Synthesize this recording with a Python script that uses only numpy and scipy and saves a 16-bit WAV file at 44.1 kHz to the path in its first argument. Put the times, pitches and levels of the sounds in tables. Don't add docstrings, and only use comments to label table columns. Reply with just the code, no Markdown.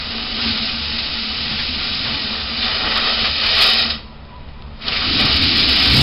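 import sys
import numpy as np
from scipy.fft import rfft, irfft, next_fast_len
from scipy.io import wavfile
from scipy.ndimage import map_coordinates

SR = 44100
rng = np.random.default_rng(int(sys.argv[2]) if len(sys.argv) > 2 else 0)


def generate_wav(sig):
    pcm = np.round(np.clip(np.atleast_2d(sig).T, -1, 1) * 32767).astype(np.int16)
    wavfile.write(sys.argv[1], SR, pcm)


N = 265834

# pitch in Hz, level in dB.
HUM_TONES = [(59, -45), (72, -46), (145, -50), (216, -51)]
# frequency in Hz, relative level in dB.
FLAME_SPECTRUM = [(100, -6), (300, -5), (550, 1), (820, -1.5), (1000, -1.5), (1250, -2.5), (1680, -10.5),
                  (1920, -5.5), (2150, -11), (2450, -7.5), (3800, -13.5), (5000, -22)]
RUMBLE_SPECTRUM = [(15, -20.5), (45, -5), (60, -3), (72, 7), (88, 0.5), (110, -7.5), (140, -4.5),
                   (185, -11.5), (300, -19.5), (500, -24.5), (1500, -68)]
HISS_SPECTRUM = [(300, -25.5), (900, -25), (1700, -12.5), (2200, -6), (2700, -2), (3400, -1.5), (3900, 0.5),
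                 (4600, 0.5), (5200, 1), (6000, -7)]
ROAR_SPECTRUM = [(150, -19.5), (330, -11.5), (400, 1), (560, -3), (810, -10.5), (1000, -5.5), (1250, -1.5),
                 (1680, -6.5), (1950, -1), (2200, -8), (3000, -3), (5000, -12)]
MIC_RESPONSE = [(20, -1), (5050, 1.5), (5250, -3.5), (5450, -12), (5600, -7), (5750, -17.5), (5950, -86.5),
                (6300, -110)]
# frequency in Hz, width in Hz, level in dB over the direct sound.
TANK_MODES = [(667, 14, 11.5), (753.7, 9.7, 17.5), (862, 14, 14.5), (983, 17, 5), (1120, 11, 5.5),
              (1204, 36, 5.5), (1292, 28, 6), (1406, 19, 9), (1535, 23, 9), (1930, 74, 1), (2424, 130, 1.5),
              (2980, 74, -2), (2970, 16, 7), (3470, 20, -11), (3835, 150, 1.5), (4313, 36, -14),
              (4670, 62, -6.5)]
SHELL_HZ = np.linspace(1600, 5400, 48) + rng.normal(0, 30, 48)
# frequency in Hz, width in Hz, relative level in dB.
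CLOSED_AIR_MODES = [(227.9, 13, 3.5), (261.3, 53, -9)]
OPEN_AIR_MODES = [(250.4, 61, 4), (305, 110, -9.5)]
# centre in seconds, level in dB, length in seconds.
SUNG_NOTES = [(4.096, -52, 0.11), (4.36, -45, 0.15), (4.615, -49, 0.1)]
# start in seconds, relative level in dB.
SPARK_TICKS = [(4.252, -38), (4.364, -39), (4.489, -35), (4.623, -30.5)]
# centre in seconds, length in seconds, change of the boom in dB,
# thud level in dB, thud pitch in Hz.
GAS_BLASTS = [(0.475, 0.12, 7.5, -30.5, 72), (1.537, 0.22, 2, -35, 130), (2.08, 0.35, 4, -38, 125),
              (2.862, 0.079, 14, -36, 115), (3.238, 0.099, 6, -35, 70), (5.228, 0.13, 5, -29.5, 133.5),
              (5.445, 0.11, 1, -25, 75.7), (5.909, 0.08, -2, -16.5, 69.8), (5.98, 0.11, 7.5, -16.5, 134)]
# start in seconds, level in dB, length in seconds, band centre and width in Hz.
KERF_GUSHES = [(0.098, -28.5, 0.026, 4000, 3000), (0.41, -25.5, 0.014, 4100, 2970),
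               (0.463, -20.5, 0.04, 4180, 2000), (0.649, -24, 0.017, 4540, 2000),
               (0.98, -21, 0.02, 3900, 3040), (1.586, -21.5, 0.023, 3060, 4000),
               (2.045, -29, 0.04, 1300, 1500), (2.35, -33, 0.019, 4000, 3000),
               (2.618, -21.5, 0.031, 3800, 3000), (2.952, -19, 0.025, 3500, 4000),
               (2.954, -25, 0.021, 1260, 200), (3.244, -17.5, 0.016, 3000, 4080),
               (3.41, -25.5, 0.06, 1394, 2000), (3.605, -12.5, 0.029, 3960, 3000),
               (3.899, -17.5, 0.012, 4400, 2000), (4.804, -33, 0.078, 2900, 3030),
               (4.88, -16.5, 0.007, 4200, 2000), (4.919, -24, 0.016, 2680, 600),
               (4.947, -23, 0.027, 2300, 400), (5.002, -29.5, 0.055, 1300, 252),
               (5.94, -26.5, 0.037, 365, 298)]
# time in seconds, relative hiss level in dB, relative roar level in dB.
SMOOTH_CUT = [(0.0, -28, -34), (0.32, -26, -33), (0.43, -21.5, -30), (0.78, -24, -35), (2.01, -22.5, -32.5),
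              (2.53, -25, -31), (2.56, -24.5, -33)]
LABOURED_CUT = [(2.63, -21.5, -26.5), (2.804, -22.5, -26), (2.946, -20.5, -22.5), (3.28, -18.5, -26),
                (3.326, -21, -33), (3.636, -13, -22), (3.826, -16, -26.5), (3.88, -23.5, -29.5)]
RESUMED_CUT = [(4.9, -23.5, -28), (5.154, -17.5, -31.5), (5.204, -15, -23), (5.438, -16, -29),
               (6.028, -13, -24.5)]

TIME = np.arange(N) / SR


def amp(db):
    return 10 ** (np.asarray(db) / 20)


def unit(x):
    return x / np.sqrt(np.mean(x ** 2) + 1e-20)


def shape(points, hz):
    corner_hz, db = np.transpose(points)
    return amp(np.interp(np.log(hz + 1), np.log(corner_hz), db))


def wobble(rate):
    return map_coordinates(rng.standard_normal(int(N * rate / SR) + 4), [np.arange(N) * rate / SR])


def swell(centre_s, length_s):
    return np.exp(-(2 * (TIME - centre_s) / length_s) ** 2)


def filtered(x, response):
    size = next_fast_len(N + SR // 2)
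    return irfft(rfft(x, size) * response(np.fft.rfftfreq(size, 1 / SR)), size)[:N]


def noise(response):
    return unit(filtered(rng.standard_normal(N), response))


def resonance(modes, hz):
    return sum(np.abs(amp(db) * hz * width / (centre * centre - hz * hz + 1j * hz * width)) ** 2
               for centre, width, db in modes)


def saturated(x, ceiling, hardness):
    return x / (1 + np.abs(x / ceiling) ** hardness) ** (1 / hardness)


def oxygen_flow(shut_s=3.917, open_s=4.88, bleed_db_per_s=194, build_db_per_s=319, leak_db=-31.5):
    db = np.maximum(bleed_db_per_s * (shut_s - TIME), build_db_per_s * (TIME - open_s))
    return np.minimum(amp(np.minimum(db, 0)) + amp(leak_db), 1)


def breakthrough(start_s=5.0, rise_s=0.12):
    return np.clip((TIME - start_s) / rise_s, 0, 1)


def cut_envelopes():
    times, *levels = np.transpose(np.vstack([SMOOTH_CUT, LABOURED_CUT, RESUMED_CUT]))
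    return [amp(np.interp(TIME, times, db)) for db in levels]


def hum():
    tones = np.zeros(N)
    for hz, db in HUM_TONES:
        phase = 2 * np.pi * np.cumsum(hz + 1.1 * wobble(5.6)) / SR
        tones += amp(db) * unit(np.sin(phase) * amp(2.2 * wobble(3.5)))
    return tones


def air_puffs():
    _, roar_gain = cut_envelopes()
    push = np.hypot(amp(-41.5), 0.25 * oxygen_flow() * roar_gain)
    air = noise(lambda hz: shape([(4, -25), (12, 0), (32, -2), (50, -9), (120, -35), (600, -80)], hz))
    return push * amp(1.6 * wobble(1.7)) * air


def flame():
    blow = amp(-45.5 + 0.7 * wobble(40)) * noise(lambda hz: shape(FLAME_SPECTRUM, hz))
    rumble_db = -37 - 5 * (1 - oxygen_flow()) + 9 * breakthrough() + 1.1 * wobble(6.4)
    return blow + amp(rumble_db) * noise(lambda hz: shape(RUMBLE_SPECTRUM, hz))


def tank_singing(pitch_hz=992, sag_hz_per_s=110):
    tones = np.zeros(N)
    for centre_s, db, length_s in SUNG_NOTES:
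        hz = pitch_hz - sag_hz_per_s * (TIME - centre_s) + 13 * wobble(70)
        rough_tone = np.sin(2 * np.pi * np.cumsum(hz) / SR) * amp(2 * wobble(50))
        tones += amp(db) * swell(centre_s, length_s) * unit(rough_tone)
    return tones


def sparks(ring_hz=3800, decay_s=0.00021):
    ticks = np.zeros(N + SR)
    t = np.arange(SR // 100) / SR
    tick = np.exp(-t / decay_s) * np.sin(2 * np.pi * ring_hz * t)
    for start_s, db in SPARK_TICKS:
        ticks[round(start_s * SR):][:len(t)] += amp(db + 8.5) * tick
    return ticks[:N]


def blast_thuds(relative_width=0.67):
    thuds = np.zeros(N)
    for centre_s, length_s, _, db, pitch_hz in GAS_BLASTS:
        band = [(pitch_hz, relative_width * pitch_hz, 0)]
        thuds += amp(db) * swell(centre_s, length_s) * noise(lambda hz: resonance(band, hz))
    return thuds


def gushes():
    bursts = np.zeros(N + SR)
    t = np.arange(SR // 4) / SR
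    hz = np.fft.rfftfreq(len(t), 1 / SR)
    for start_s, db, length_s, centre_hz, width_hz in KERF_GUSHES:
        band = np.sqrt(resonance([(centre_hz, width_hz, 0)], hz))
        rush = unit(irfft(rfft(rng.standard_normal(len(t))) * band, len(t)))
        age = 2 * t / length_s
        bursts[round(start_s * SR):][:len(t)] += amp(db) * age * np.exp(1 - age) * rush
    return bursts[:N]


def tank_air(modes):
    low_band = [(100, -38), (205, -2), (320, -3), (550, -14)]
    return noise(lambda hz: np.sqrt(resonance(modes, hz)) * shape(low_band, hz))


def tank_boom():
    opened = breakthrough()
    surge_db = sum(db * swell(centre_s, length_s) for centre_s, length_s, db, _, _ in GAS_BLASTS)
    boom_db = -36 + 7.5 * opened + surge_db + 1.76 * wobble(12)
    air = np.sqrt(1 - opened) * tank_air(CLOSED_AIR_MODES) + np.sqrt(opened) * tank_air(OPEN_AIR_MODES)
    return np.sqrt(oxygen_flow()) * amp(boom_db) * air


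def wall_reflection(x, delay_s=0.001634, sway=0.028):
    strength = 0.29 * swell(centre_s=3.8, length_s=3.3)
    bounce = np.interp(TIME - delay_s * (1 + sway * wobble(2)), TIME, x)
    return (x + strength * bounce) / np.sqrt(1 + strength ** 2)


def turbulence(spectrum, flutter_db, flutter_rate, shell_width_hz=11, shell_db=2):
    rush = rng.standard_normal(N) * amp(flutter_db * wobble(flutter_rate))
    grid_hz = np.linspace(1, SR / 4, 6000)
    ring = resonance(TANK_MODES + [(hz, shell_width_hz, shell_db) for hz in SHELL_HZ], grid_hz)
    return unit(filtered(rush, lambda hz: shape(spectrum, hz) * np.sqrt(1 + np.interp(hz, grid_hz, ring))))


def oxygen_jet():
    hiss_gain, roar_gain = cut_envelopes()
    sputter = unit(amp(0.45 * wobble(45) + 0.45 * wobble(170)))
    hiss = amp(0.58) * hiss_gain * turbulence(HISS_SPECTRUM, flutter_db=0.14, flutter_rate=1500)
    waver = amp(0.3 + 0.7 * wobble(12))
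    roar = waver * roar_gain * turbulence(ROAR_SPECTRUM, flutter_db=1.54, flutter_rate=360)
    return oxygen_flow() * sputter * (hiss + roar)


def scene():
    cut = wall_reflection(oxygen_jet() + tank_boom())
    return (cut + gushes() + blast_thuds() + sparks() + flame() + tank_singing() + air_puffs() + hum())[None]


def record(dry):
    narrow = filtered(dry[0], lambda hz: shape(MIC_RESPONSE, hz))
    rounded = saturated(narrow, ceiling=0.6, hardness=6.1)
    dulled = filtered(rounded, lambda hz: shape([(5500, 1), (5950, -55), (6300, -110)], hz))
    crackling = saturated(dulled, ceiling=0.53, hardness=24)
    return filtered(crackling, lambda hz: hz < 15800)[None]


dry = scene()
out = record(dry)
generate_wav(out)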